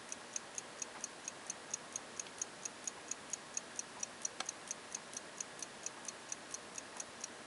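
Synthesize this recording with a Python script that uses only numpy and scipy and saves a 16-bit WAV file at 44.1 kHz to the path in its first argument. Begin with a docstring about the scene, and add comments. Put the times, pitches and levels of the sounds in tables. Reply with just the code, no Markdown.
"""An open antique pocket watch ticks close by, about 4.4 beats a second, while its dust cap is lifted off.
Each beat is a lead-in of faint escapement contacts, then a sharp drop that chatters: decaying modes of steel and
brass with short noise bursts. The case clicks in the hand, as damped modes plus a snap of noise.
Behind are the soft one-second step of a room clock, as swelling noise, and a fan, as coloured noise with hum lines."""
import sys
import numpy as np
from scipy import signal
from scipy.fft import rfft, irfft, next_fast_len
from scipy.io import wavfile
from scipy.ndimage import map_coordinates

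SR = 44100
rng = np.random.default_rng(int(sys.argv[2]) if len(sys.argv) > 2 else 0)


def store_wav(level_fs):
    """Save 16-bit WAV to argv[1]."""
    pcm = np.round(np.clip(np.atleast_2d(level_fs), -1, 1) * 32767)
    wavfile.write(sys.argv[1], SR, pcm.T.astype(np.int16))


N = 328986

# All levels in dB are relative, unless called rms. A t60 is the time in which a mode decays by 60 dB.
# The unlocking and impulse contacts that lead into a tick and a tock, then the drop with its rebounds.
# Each row: time from the drop in seconds, level in dB, timing scatter in seconds.
TICK_LEAD_IN = [(-.0318, 0, 0.00031), (-.0195, -6, .001), (-.0168, -5.5, .0007)]
TOCK_LEAD_IN = [(-.0315, -3, 0.001), (-.0298, 0, .0006), (-.0222, 3, .0005)]
TICK_REBOUNDS = [(0, -8, 0.00011), (.001, -5, 0.00034), (.0039, -5.5, 0.00038), (.0057, -11.5, .0006)]
TOCK_REBOUNDS = [(0, -4.5, 0.000089), (.001, -5.5, .0003), (.0028, -1.5, .0004), (.0055, -12, .0009)]
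# Modes of the steel escapement, the brass plates and the escape wheel's teeth, then the lightly damped
# modes that sing on after the drop. Each row: frequency in Hz, level in dB, t60 in seconds.
STEEL_MODES = [(5796, -2.5, 0.014), (6226, -1, 0.0091), (6530, -1, 0.012), (6680, -3, 0.014),
               (6780, -6.5, 0.022)]
BRASS_MODES = [(2582, 2.5, 0.031), (3650, -6.5, 0.024), (4170, 4, 0.012), (5060, -5, 0.018)]
TOOTH_MODES = [(8700, -0.19, 0.01), (10570, -1.1, 0.0068)]
STEEL_RING_MODES = [(6280, -4, .05), (6630, 0, .06), (9950, -19, .06)]
BRASS_RING_MODES = [(4312, 0, .065)]
# Noise spectrum of the bare escapement contact. Each row: frequency in Hz, level in dB.
CONTACT_SPECTRUM = [(1500, -34), (2500, 7), (5000, 3.5), (7500, 5), (11000, 9.5)]
# Levels of the parts that hardly follow the steel, one row for a tick and one for a tock. Each row: brass in dB,
# tooth edge in dB, steel after-ring in dB, brass after-ring in dB, lead-in in dB, lead-in edge in dB.
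BEAT_VOICING = [(-67, -54.5, -64, -67, -67, -59), (-61.5, -56.5, -65.5, -70.5, -63, -65.5)]
# The rate wanders slightly as the watch is tilted. Each row: time in seconds, lateness of the beat in seconds.
BEAT_LATENESS = [(0, -.0006), (3.6, .0007), (7.4, -.0006)]
# The steel ring changes as the watch turns in the hand. Each row: time in seconds, level in a tick in dB,
# level in a tock in dB, favoured frequency in Hz.
STEEL_TURNING = [(.1, -50.5, -45, 6230), (.8, -48, -48, 6640), (1.3, -48.5, -49.5, 6340),
                 (1.75, -49, -45, 6400), (2.3, -45, -49, 6480), (3.5, -47, -45.5, 6750),
                 (3.8, -47, -44, 5820), (4.3, -44, -48, 6120), (5.15, -51, -48, 6150),
                 (6.4, -50.5, -48, 6150), (6.8, -49.5, -52, 6350), (7.3, -53, -49.5, 5790)]
# With the dust cap off, the faint parts carry better. Each row: time in seconds, gain of the lead-in's edge
# in dB, gain of the brass after-ring in dB.
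CAP_UNCOVERING = [(0, -2.5, -5), (1.7, -4, 1), (2.4, 0, -5), (3.6, -2, 3.5), (4.6, 2.5, 4.5), (5.2, 3, 3),
                  (7.3, 1.5, 0)]
# Handling clicks. Each row: start in seconds, level in dB, fullness in dB (0: the whole case rings, less: a thin tap).
CASE_CLICKS = [(2.266, -35.5, -10), (4.4035, -24, 1.5)]
# Modes of the watch case. Each row: frequency in Hz, level in dB, t60 in seconds.
CASE_MODES = [(278, -15, 0.082), (540, -8, .03), (684, -17, 0.033), (763, -10, 0.065), (930, -16, 0.018),
              (1060, -4, 0.044), (1330, -5, 0.027), (1620, -1.5, 0.033), (1780, -12, 0.046),
              (2220, -1.5, 0.024), (3140, 3, 0.015), (4290, 1.5, 0.014), (5880, -1, .018), (6220, -12, .02),
              (7900, -6, 0.015)]
# Noise spectrum of the case's contact. Each row: frequency in Hz, level in dB.
SNAP_SPECTRUM = [(150, -30), (600, -16), (1000, 2), (3500, 5), (5200, -3), (8000, -9), (11000, -13)]
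# Steps of the room clock. Each row: start in seconds, level in dB.
CLOCK_STEPS = [(.95, -42), (1.972, -47), (2.962, -45.5), (3.965, -48), (4.962, -47), (5.965, -47),
               (6.96, -46)]
# Noise spectrum of a clock step. Each row: frequency in Hz, level in dB.
CLOCK_SPECTRUM = [(300, -36), (620, -16), (790, -6.5), (990, -4.5), (1250, -14), (2400, -20), (5000, -43)]
# Noise spectrum of the fan's air. Each row: frequency in Hz, spectral density in dB.
AIR_SPECTRUM = [(15, -47), (25, -26.5), (92, -11.5), (229, -3), (303, -2.5), (466, -3.5), (649, -3),
                (737, -4.5), (859, -4), (1200, -5.5), (1660, -7), (2260, -10), (4610, -13.5), (6410, -16),
                (10900, -18), (14200, -37), (22000, -120)]
# Fan housing resonances. Each row: centre in Hz, full width at half height in Hz, gain added to unity in dB.
HOUSING_RESONANCES = [(609, 38, -9.5), (1067, 50, -17), (1650, 48, -1.5), (1880, 52, -2.5)]
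# Fan hum lines. Each row: frequency in Hz, rms level in dB.
HUM_LINES = [(240, -72), (480, -72), (600, -76.5), (897, -74.5), (1080, -72), (1701, -74)]

# The balance keeps time: first tick, one full swing, and the tock a little past halfway after the tick.
FIRST_TICK_S, SWING_S, TOCK_AFTER_S = 0.1229, 0.4585, 0.2385
AFTER_RING_SCATTER_DB = 2  # how much the after-ring differs from beat to beat
FAVOUR_GAIN, FAVOUR_WIDTH_HZ = 1.36, 270  # gain added to unity at the favoured pitch; half-width at 1/e
BUILD_S = .0065  # time constant in which the rebounds pump up the long modes
TOP_HZ = 11040  # centre of the upper band limit


def watch():
    """Isochronous oscillation: the balance swings to and fro, so ticks and tocks alternate in a slight limp."""
    out = np.zeros(N)
    t = np.arange(-SR // 20, SR // 12) / SR  # the drop is at t = 0
    tick_voicing, tock_voicing = BEAT_VOICING
    for tick_s in np.arange(FIRST_TICK_S, N / SR - TOCK_AFTER_S / 2, SWING_S):
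        tock_s = tick_s + TOCK_AFTER_S
        tick_db, _, tick_hz = curve(STEEL_TURNING, tick_s)
        _, tock_db, tock_hz = curve(STEEL_TURNING, tock_s)
        tick = beat(t, tick_s, TICK_LEAD_IN, TICK_REBOUNDS, tick_voicing, tick_db, tick_hz)
        tock = beat(t, tock_s, TOCK_LEAD_IN, TOCK_REBOUNDS, tock_voicing, tock_db, tock_hz)
        for s, sound in [(tick_s, tick), (tock_s, tock)]:
            late_s, = curve(BEAT_LATENESS, s)
            add(out, s + late_s + t[0], sound)
    return out


def beat(t, s, lead_in, rebounds, voicing, steel_db, favoured_hz):
    """Impact excitation: the escapement unlocks faintly, a tooth drops and chatters, steel and brass sing on."""
    brass_db, edge_db, steel_ring_db, brass_ring_db, lead_db, lead_edge_db = voicing
    lead_lift_db, ring_lift_db = curve(CAP_UNCOVERING, s)

    lead, _, lead_edge = chatter(lead_in, t)
    unlock = amp(lead_db) * unit(lead) + amp(lead_edge_db + lead_lift_db) * unit(lead_edge)

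    def favour(hz):
        return 1 + FAVOUR_GAIN * np.exp(-((hz - favoured_hz) / FAVOUR_WIDTH_HZ) ** 2)

    steel, brass, edge = chatter(rebounds, t)
    steel = filtered(steel, favour)
    drop = amp(steel_db) * unit(steel) + amp(brass_db) * unit(brass) + amp(edge_db) * unit(edge)

    build = 1 - np.exp(-np.abs(t) / BUILD_S)
    after_ring = np.zeros(len(t))
    for modes, db in [(STEEL_RING_MODES, steel_ring_db), (BRASS_RING_MODES, brass_ring_db + ring_lift_db)]:
        level = amp(db + AFTER_RING_SCATTER_DB * rng.standard_normal())
        after_ring += level * unit(build * ring(modes, t, scatter_db=2))
    return unlock + drop + after_ring


def chatter(contacts, t):
    """Repeated impact: each contact sounds the steel, the brass and the crisp edge of the tooth."""
    steel, brass, edge = np.zeros((3, len(t)))
    u = t[:SR // 40] - t[0]  # seconds since the contact
    rise = 1 - np.exp(-u / 0.00012)
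    for delay, db, scatter in contacts:
        s = delay + scatter * rng.standard_normal() - t[0]
        force = amp(db + 1.6 * rng.standard_normal()) * rise
        hardness = amp(0.4 * db)  # softer contacts have a weaker edge, so they are duller
        add(steel, s, force * unit(ring(STEEL_MODES, u, scatter_db=2.0)))
        add(brass, s, force * ring(BRASS_MODES, u, scatter_db=3.0))
        tooth = amp(-2) * ring(TOOTH_MODES, u, scatter_db=3.5)
        crack = fade(u, 0.03) * noise(CONTACT_SPECTRUM, len(u))
        add(edge, s, force * hardness * (tooth + crack))
    return steel, brass, edge


def ring(modes, t, scatter_db):
    """Modal superposition: a contact starts every damped mode at a new strength and phase."""
    hz, db, t60 = np.transpose(modes)[:, :, None]
    strength = amp(db + scatter_db * rng.standard_normal(hz.shape))
    phase = rng.random(hz.shape)  # in cycles
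    return np.sum(strength * fade(t, t60) * np.sin(2 * np.pi * (hz * t + phase)), axis=0)


def handling():
    """Modal ringing under impact: the case snaps in two quick contacts, and its low modes ring a little longer."""
    out, t = np.zeros(N), np.arange(SR // 8) / SR
    for s, db, body_db in CASE_CLICKS:
        # (Hz, dB): fullness governs the low end
        colour = [(100, body_db - 21), (250, body_db + 1.5), (600, body_db - 4), (1000, body_db + 0.5),
                  (1700, body_db + 2), (2500, 0), (4800, 0), (6000, body_db / 2)]
        for delay, contact_db in [(0, -1), (.0021, -0.28)]:
            body = (1 - np.exp(-t / 0.00016)) * ring(CASE_MODES, t, scatter_db=2.5)
            snap = fade(t, 0.026) * noise(SNAP_SPECTRUM, len(t))
            contact = amp(-12.5) * body + amp(-11.5) * snap
            click = filtered(contact, lambda hz: amp(along(colour, hz)))
            add(out, s + delay, amp(db + contact_db) * click)
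    return out


def room(x, t60, wet_db):
    """Reverberation by convolution: a short, weak, decaying noise tail from the table and walls."""
    t = np.arange(SR // 3) / SR
    tail = rng.standard_normal(len(t)) * fade(t - .004, t60)
    return x + amp(wet_db) * signal.fftconvolve(x, tail / np.linalg.norm(tail))[:N]


def room_clock():
    """Two-rate decay: a dull, distant step each second, followed by the room's slower, weaker answer."""
    out, t = np.zeros(N), np.arange(SR // 3) / SR
    onset = 1 - np.exp(-t / 0.0047)
    swell = onset * (fade(t, 0.13) + amp(-9) * fade(t, 0.25))
    for s, db in CLOCK_STEPS:
        add(out, s, amp(db - 3) * swell * noise(CLOCK_SPECTRUM, len(t)))
    return out


def fan():
    """Resonant filtering: steady air noise is coloured by the housing, beside slightly unsteady motor lines."""
    def housing(hz):
        return 1 + sum(amp(db) / (1 + (2 * (hz - centre) / width) ** 2) for centre, width, db in HOUSING_RESONANCES)

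    air = amp(-52.5) * unit(filtered(noise(AIR_SPECTRUM, N), housing))
    t = np.arange(N) / SR
    hum = np.zeros(N)
    for hz, db in HUM_LINES:
        level = amp(0.65 * wobble(3.32))
        line = np.sin(2 * np.pi * hz * t + 0.74 * wobble(5))
        hum += amp(db) * unit(level * line)
    return air + hum


def amp(db):
    """Logarithmic level: decibels to amplitude gain."""
    return 10 ** (np.asarray(db) / 20)


def unit(x):
    """Normalisation: scale to rms 1."""
    return x / np.sqrt(np.mean(x ** 2) + 1e-20)


def fade(t, t60):
    """Exponential decay: silent before t = 0, then 60 dB down after t60."""
    return (t >= 0) * np.exp(-np.log(1000) * np.abs(t) / t60)


def curve(rows, s):
    """Linear interpolation: the value of each column of a control curve at time s."""
    times, *columns = np.transpose(rows)
    return [np.interp(s, times, column) for column in columns]


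def along(points, hz):
    """Interpolation of (Hz, value) points on a log frequency axis."""
    f, v = np.transpose(points)
    return np.interp(np.log(hz + 1), np.log(f), v)


def filtered(x, response):
    """Linear filtering: the spectrum of x times a response of frequency."""
    size = next_fast_len(len(x) + 4096)
    return irfft(rfft(x, size) * response(np.fft.rfftfreq(size, 1 / SR)), size)[:len(x)]


def noise(spectrum, size):
    """Spectral shaping: white noise coloured by a spectrum, at rms 1."""
    return unit(filtered(rng.standard_normal(size), lambda hz: amp(along(spectrum, hz))))


def wobble(rate):
    """Slow random modulation: a smooth curve through random knots, rate of them a second."""
    knots = rng.standard_normal(int(N * rate / SR) + 4)
    return map_coordinates(knots, [np.arange(N) * rate / SR])


def add(track, s, sound):
    """Superposition: mix a sound into the track at time s."""
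    part = track[max(0, round(s * SR)):][:len(sound)]
    part += sound[:len(part)]


def scene():
    """Superposition of sources: watch and case close by with a room tail, clock and fan behind."""
    close = room(watch() + handling(), t60=0.066, wet_db=-18.5)
    return (close + room_clock() + fan())[None]


def record(dry):
    """Band limitation: a low-pass falls to nothing over 200 Hz around TOP_HZ."""
    def low_pass(hz):
        return np.clip((TOP_HZ - hz) / 200 + .5, 0, 1)

    return np.array([filtered(x, low_pass) for x in dry])


dry = scene()
out = record(dry)
store_wav(out)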